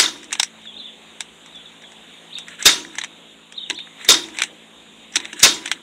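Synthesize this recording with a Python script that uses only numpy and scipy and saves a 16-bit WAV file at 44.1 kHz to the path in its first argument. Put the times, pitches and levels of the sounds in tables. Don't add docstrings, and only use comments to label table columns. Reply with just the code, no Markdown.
import sys
import numpy as np
from scipy import signal
from scipy.fft import rfft, irfft, next_fast_len
from scipy.io import wavfile
from scipy.ndimage import uniform_filter1d, map_coordinates

SR = 44100
rng = np.random.default_rng(int(sys.argv[2]) if len(sys.argv) > 2 else 0)


def wav_out(sig):
    wavfile.write(sys.argv[1], SR, np.round(np.clip(np.atleast_2d(sig).T, -1, 1) * 32767).astype(np.int16))


N = 256662


def amp(db):
    return 10 ** (np.asarray(db) / 20)


def unit(x):
    return x / np.sqrt(np.mean(x ** 2) + 1e-20)


def along(points, hz):
    f, v = np.transpose(points)
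    return np.interp(np.log(hz + 1), np.log(f + 1), v)


def wobble(rate, size=N):
    knots = rng.standard_normal(int(size * rate / SR) + 4)
    return map_coordinates(knots, [np.arange(size) * rate / SR])


def filtered(x, response):
    m = next_fast_len(len(x) + 4096)
    return irfft(rfft(x, m) * response(np.fft.rfftfreq(m, 1 / SR)), m)[:len(x)]


def add(track, s, sound):
    i = round(s * SR)
    sound = sound[max(-i, 0):][:N - max(i, 0)]
    track[max(i, 0):][:len(sound)] += sound


def ringing(modes, t, blur, stretch=1):
    total = np.zeros(len(t))
    for hz, db, t60 in modes:
        decay = amp(db + rng.normal(0, 1.08) - 60 * t / (t60 * stretch))
        phase = 2 * np.pi * hz * t + np.cumsum(rng.normal(0, blur, len(t)))
        total += decay * np.sin(phase)
    return total


# (frequency [Hz], relative density [dB per Hz])
YARD_COLOUR = [(15, -53.5), (28, -32), (60, -0.5), (104, -29), (188, -2), (538, -4), (668, -4.5),
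               (806, -4.5), (1500, -8.5), (1710, -7), (2940, -2.5), (3740, 1.5), (4400, -22.5),
               (5300, -28.5), (6950, -10.5), (8620, -18), (15600, -41)]
YARD_DB = -46


def yard_hiss():
    z = signal.stft(rng.standard_normal(N), nperseg=512)[2]
    field = uniform_filter1d(uniform_filter1d(rng.standard_normal(z.shape), 6, 0), 14, 1)
    noise = signal.istft(z * amp(1.9 * unit(field)), nperseg=512)[1][:N]
    swell_db = 1.5 * wobble(2.5)
    return amp(YARD_DB + swell_db) * unit(filtered(noise, lambda hz: amp(along(YARD_COLOUR, hz))))


MOTOR_ORDERS = [-71, -60, -55, -60, -63.5, -66, -72, -64.5]
MOTOR_HZ = 55.03


def motor_hum():
    t = np.arange(N) / SR
    drift = np.cumsum(0.0033 * wobble(1.52)) / SR
    hum = np.zeros(N)
    for k, db in enumerate(MOTOR_ORDERS, 2):
        level = amp(db + 1.7 * wobble(4.43))
        hum += level * np.sin(2 * np.pi * (k * MOTOR_HZ * (t + drift) + rng.random()))
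    return hum


# (time from the highest pitch [s], pitch [Hz], relative level [dB])
WARBLE_FIGURE = [(-.035, 3100, -12), (0, 4250, -5), (.008, 3930, 2), (.013, 3750, 1), (.028, 3000, -4.5),
                 (.048, 3400, -11.5), (.068, 3750, 0.5), (.08, 3050, -2), (.1, 2800, -14)]
TWITTER_FIGURE = [(-.035, 2844, -16), (-.015, 3400, -11.5), (0, 4500, -5), (.009, 3925, -4),
                  (.013, 3603, 4.5), (.021, 3976, -7), (.025, 2483, -9.5), (.035, 3580, 2),
                  (.05, 3860, -18), (.07, 3440, -15), (.095, 3730, -39)]
SLIDE_FIGURE = [(-.02, 3750, -16), (0, 3900, -10), (.02, 3520, 0), (.05, 3250, -4), (.095, 2950, -14)]
# (time of the highest pitch [s], level [dB], length over the usual [ratio])
WARBLE_CALLS = [(0.786, -37.5, 1.05), (3.57, -34, 1.01)]
TWITTER_CALLS = [(2.343, -33.5, 1.02), (3.767, -32, .98)]
SLIDE_CALLS = [(.648, -43, 1.05), (.735, -46, .45), (.875, -42, .45), (.92, -47, .4), (1.535, -44, .95),
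               (1.65, -46, .55), (1.82, -48, .8)]
HOARSE_DB = 4


def bird():
    out = np.zeros(N)
    songs = ((WARBLE_FIGURE, WARBLE_CALLS), (TWITTER_FIGURE, TWITTER_CALLS), (SLIDE_FIGURE, SLIDE_CALLS))
    for figure, calls in songs:
        at, hz, db = np.transpose(figure)
        for crest, call_db, stretch in calls:
            s = crest + at * stretch
            t = np.arange(s[0], s[-1], 1 / SR)
            pitch = np.interp(t, s, hz) * (1 + 0.016 * wobble(300, size=len(t)))
            edge = np.clip(np.minimum(t - s[0], s[-1] - t) / 0.0012, 0, 1)
            flicker_db = HOARSE_DB * wobble(204, size=len(t))
            level = amp(call_db + np.interp(t, s, db) + flicker_db) * edge
            add(out, s[0], level * np.sin(2 * np.pi * np.cumsum(pitch) / SR))
    t = np.arange(SR // 6) / SR
    tail = rng.standard_normal(len(t)) * amp(-60 * t / 0.18)
    out = out + amp(1.5) * signal.fftconvolve(out, tail / np.linalg.norm(tail))[:N]

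    def microphone_band(hz):
        return amp(6 / (1 + ((hz - 3700) / 250) ** 2)) / (1 + (hz / 4400) ** 16)

    return filtered(out, microphone_band)


# (start [s], length [s], creak level at the end [dB])
LEVER_PULLS = [(2.58, 0.074, -29.5), (3.983, 0.1, -36), (5.353, 0.083, -30)]
# (start [s], length [s], creak level at the start [dB])
LEVER_RETURNS = [(0.305, 0.19, -42), (2.462, 0.11, -41.5), (2.917, 0.099, -44.5), (4.333, 0.17, -40),
                 (5.128, .22, -40.5), (5.605, 0.19, -42)]
PULL_GROWS_DB, RETURN_FADES_DB = 8.5, 5
SCRAPE_DB = -10.5
EASE_S = .015


def slips():
    return unit(rng.standard_normal(N) * amp(1.6 * wobble(150) + 2.5 * wobble(40)))


def squeeze():
    creak_colour = [(700, -33.0), (1300, -10.5), (3000, -7.5), (4000, -6.0), (4500, -40.0)]  # (Hz, dB)
    scrape_colour = [(4500, -39), (6000, -13.5), (7800, -2), (9500, -14.5), (15000, -46)]  # (Hz, dB)
    bed = filtered(slips(), lambda hz: amp(along(creak_colour, hz)))
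    low = filtered(slips(), lambda hz: 1 / (1 + ((hz - 1700) / 130) ** 2))
    high = filtered(slips(), lambda hz: 1 / (1 + ((hz - 2050) / 130) ** 2))
    turn = np.pi / 4 * (1 + np.tanh(wobble(30)))
    creak = unit(bed + np.cos(turn) * low + np.sin(turn) * high)
    scrape = unit(filtered(slips(), lambda hz: amp(along(scrape_colour, hz))))
    strokes = [(s, length, db - PULL_GROWS_DB, db) for s, length, db in LEVER_PULLS]
    strokes += [(s, length, db, db - RETURN_FADES_DB) for s, length, db in LEVER_RETURNS]
    out = np.zeros(N)
    for s, length, first_db, last_db in strokes:
        i = np.arange(round(s * SR), min(round((s + length) * SR), N))
        edge = np.clip(np.minimum(i - i[0], i[-1] - i) / (EASE_S * SR), 0, 1)
        level = edge * amp(np.linspace(first_db, last_db, len(i)))
        out[i] += level * (creak[i] + amp(SCRAPE_DB) * scrape[i])
    return out


# (time [s], level [dB])
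LANDINGS = [(3.7, -26), (5.159, -27), (5.2, -32), (5.331, -33.5)]
# (frequency [Hz], relative level [dB], full t60 [s])
FRAME_MODES = [(275, -13.5, 0.96), (308, -5.5, 0.98), (341.5, -6.5, 0.9), (388, -6, 0.36), (469, 0, 0.068),
               (733, -7, 0.14), (975, -8.5, 0.68)]


def set_down():
    out, t = np.zeros(N), np.arange(SR // 3) / SR
    for s, db in LANDINGS:
        boom = ringing(FRAME_MODES, t, blur=0.047, stretch=0.25) * (1 - np.exp(-t / 0.0048))
        add(out, s, amp(db) * boom)
    return out


# (time [s], level [dB], treble [dB], strongest ring [Hz])
CONTACTS = [(0.231, -27, 0, 6000), (0.243, -28, 10, 3900), (0.309, -23, -7, 2410), (0.321, -17, -10, 1760),
            (0.329, -5, -1.5, 2680), (0.346, -32, -11, 2270), (0.353, -15, -10, 3820),
            (0.398, 2.5, -10, 5230), (0.431, -2, -3, 5160), (0.445, -22, 13, 3220),
            (0.618, -41.5, 10, 8200), (0.655, -29, -9, 1580), (1.207, -10, -1, 3600), (1.461, -30, 2, 7400),
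            (1.556, -36, 6, 8100), (1.821, -36, 7, 7100), (1.838, -30, -20, 1620), (1.92, -30, -1, 7090),
            (2.386, -19.5, 7, 3670), (2.484, -20, -1.5, 1940), (2.595, -30, 5, 8000),
            (2.626, -10.5, 3, 7700), (2.85, -21, -16, 2100), (2.955, -21, 4, 1760),
            (2.985, -7, -10.5, 6530), (3.015, -12, -12, 3900), (3.038, -12, -7.5, 2700),
            (3.045, -15.5, -2, 3740), (3.524, -26, 5, 3220), (3.7, -7, -6, 2700), (3.706, -6.5, -19, 3900),
            (3.731, -34, 12, 7500), (3.745, -30.5, 12, 7700), (3.789, -21.5, -8, 2400),
            (3.873, -28.5, -40, 1610), (3.985, -32, -10, 2600), (4.013, -27, -3, 1710),
            (4.048, -16.5, 3, 1840), (4.287, -24.5, 0, 1690), (4.37, -21, -1, 3140), (4.388, -8, -6, 2290),
            (4.397, -12.5, -22, 3740), (4.405, -13, -12, 2830), (4.42, 0, -11.5, 2270),
            (4.436, -7, -4.5, 2800), (5.124, -31, 11, 7040), (5.138, -34, 13, 6000),
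            (5.158, 0.5, -5.5, 5500), (5.166, -2.5, -10, 4020), (5.202, -16.5, -4, 3700),
            (5.248, -22.5, -1, 2500), (5.254, -14.5, -12, 3670), (5.266, -44, 6, 7000),
            (5.297, -28, -14, 3320), (5.331, -16, -2.5, 3000), (5.395, -17.5, 9, 1750),
            (5.401, -14.5, 1, 7000), (5.658, -10, -3.5, 3120), (5.677, -14, -6, 3800),
            (5.683, -21.5, 3, 2520), (5.716, -1.5, -12, 3020)]
# (frequency [Hz], relative density [dB per Hz])
CLANK_COLOUR = [(240, -43), (400, -8.5), (633, -18.5), (874, -7.5), (1190, -18.5), (1770, -4), (2230, -5.5),
                (3070, -9.5), (3860, -3.5), (4720, -20), (5850, -1), (7030, -6.5), (7820, -1.5),
                (12800, -34), (15600, -36)]
# (frequency [Hz], relative level [dB], full t60 [s])
HOUSING_MODES = [(1370, -13, 0.33), (2840, -12.5, 0.37), (3265, -6, 0.33), (3970, -12, 0.33),
                 (4177, -4.5, 0.26), (4490, -1, 0.24), (5020, 4, 0.12), (4994, 1, 0.22), (5460, -8, 0.3),
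                 (5420, -40, 0.13), (5860, -4.5, 0.26)]
RISE_MS, RISE_MS_PER_DB = 1.37, 0.01
LOW_DB, DULLER_PER_DB = -3.5, 0.57
TICK_RING = .24


def clicks():
    out, t = np.zeros(N), np.arange(SR // 8) / SR
    for s, db, treble_db, ring_hz in CONTACTS:
        tilt = [(2600, LOW_DB - DULLER_PER_DB * db), (3600, 0.0088), (5500, treble_db)]  # (Hz, dB)

        def colour(hz):
            peak_db = 9 / (1 + ((hz / ring_hz - 1) / 0.084) ** 2)
            return amp(along(CLANK_COLOUR, hz) + along(tilt, hz) + peak_db)

        u = t / (np.clip(RISE_MS + RISE_MS_PER_DB * db, .3, 6) / 1000)
        swell = u * np.exp(1 - u)
        after = amp(-8.0 - 60 * t / 0.079) * (1 - np.exp(-u))
        chatter = swell * amp(5.6 * wobble(590, size=len(t))) + after
        noise = unit(filtered(rng.standard_normal(len(t)), colour))
        burst = noise * chatter
        burst = burst / np.sqrt(np.sum(burst ** 2) / np.sum(swell ** 2))
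        ring = filtered(ringing(HOUSING_MODES, t, blur=0.028, stretch=TICK_RING), colour)
        ring = ring * (1 - np.exp(-u))
        add(out, s - .001, amp(db) * (amp(-7.5) * burst + amp(-18.5) * ring))
        add(out, s - .009, amp(db - 48.5 + 2650 * t[:360]) * noise[-360:])
    return filtered(out, lambda hz: hz ** 4 / (hz ** 4 + 600 ** 4))


# (time [s], blow level [dB], frame level against the blow [dB])
GUN_SHOTS = [(-.03, 7.5, -3.5), (2.656, 7, -1.5), (4.088, 6, -1.5), (5.43, 7.5, -1.5)]
# (frequency [Hz], relative density [dB per Hz])
BLAST_COLOUR = [(24, -72), (40, -33), (146, -36), (360, -6), (820, -14.5), (1190, -11), (1380, -7),
                (1650, -5.5), (2060, -2.5), (3000, -3), (3760, -1), (4820, -2.5), (6510, 0.5), (10200, -13),
                (15600, -35)]
# (frequency [Hz], t60 [s])
MESH_DECAY = [(50, 0.031), (300, 0.14), (1000, 0.22), (3700, 0.12), (7000, 0.15), (11000, 0.14),
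              (15000, 0.053)]
CHATTER_DB, CHATTER_S = 3, .06
STEEL_BLUR, WOOD_BLUR = .13, .06


def mesh_rattle(noise, t):
    hz, frames, z = signal.stft(noise, SR, nperseg=256)
    t60 = along(MESH_DECAY, hz)[:, None]
    field = uniform_filter1d(uniform_filter1d(rng.standard_normal(z.shape), 4, 0), 5, 1)
    patches = amp(3.04 * unit(field))
    fall = amp(-60 * frames / t60) + amp(-18.0 - 60 * frames / (2.86 * t60))
    rattle = signal.istft(z * fall * patches, SR, nperseg=256)[1][:len(t)]
    return rattle * amp(0.54 * wobble(111.0, size=len(t)))


def microphone_ring(noise, t):
    band = unit(filtered(noise, lambda hz: 1 / (1 + ((hz - 3680) / 170) ** 4)))
    fall = amp(-60 * t / 0.26) + amp(-25 - 60 * t / 0.61)
    return band * fall * amp(4.2 * wobble(109, size=len(t)))


def crack(t):
    treble = unit(filtered(rng.standard_normal(len(t)), lambda hz: hz ** 6 / (hz ** 6 + 9000 ** 6)))
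    return treble * (amp(-60 * t / 0.051) + amp(-25.5 - 60 * t / 0.37))


def shots():
    out, t = np.zeros(N), np.arange(SR // 2) / SR
    for s, blow_db, frame_db in GUN_SHOTS:
        noise = unit(filtered(rng.standard_normal(len(t)), lambda hz: amp(along(BLAST_COLOUR, hz))))
        body = amp(-7.5) * mesh_rattle(noise, t) + amp(-17) * microphone_ring(noise, t)
        body += amp(-18) * crack(t) + amp(-16.5) * ringing(HOUSING_MODES, t, blur=STEEL_BLUR)
        body *= amp(CHATTER_DB * np.exp(-t / CHATTER_S) * wobble(252, size=len(t)))
        body *= 1 - np.exp(-(t / 0.0036) ** 2)
        wood = ringing(FRAME_MODES, t, blur=WOOD_BLUR) * (1 - np.exp(-t / 0.0024))
        add(out, s - .002, amp(blow_db) * (body + amp(-30.0 + frame_db) * wood))
        slide = noise[-SR // 100:]
        add(out, s - len(slide) / SR, amp(blow_db - 42.5 + 1700 * t[:len(slide)]) * slide)
    return out


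def scene():
    background = yard_hiss() + motor_hum() + bird()
    return (background + squeeze() + set_down() + clicks() + shots())[None]


TOP_HZ = 15740


def record(dry):
    cut = filtered(dry[0], lambda hz: hz ** 3 / (hz ** 3 + 48 ** 3))
    clipped = cut / (1 + np.abs(cut / 0.79) ** 5) ** (1 / 5)
    return filtered(clipped, lambda hz: np.clip((TOP_HZ + 150 - hz) / 300, 0, 1))[None]


dry = scene()
out = record(dry)
wav_out(out)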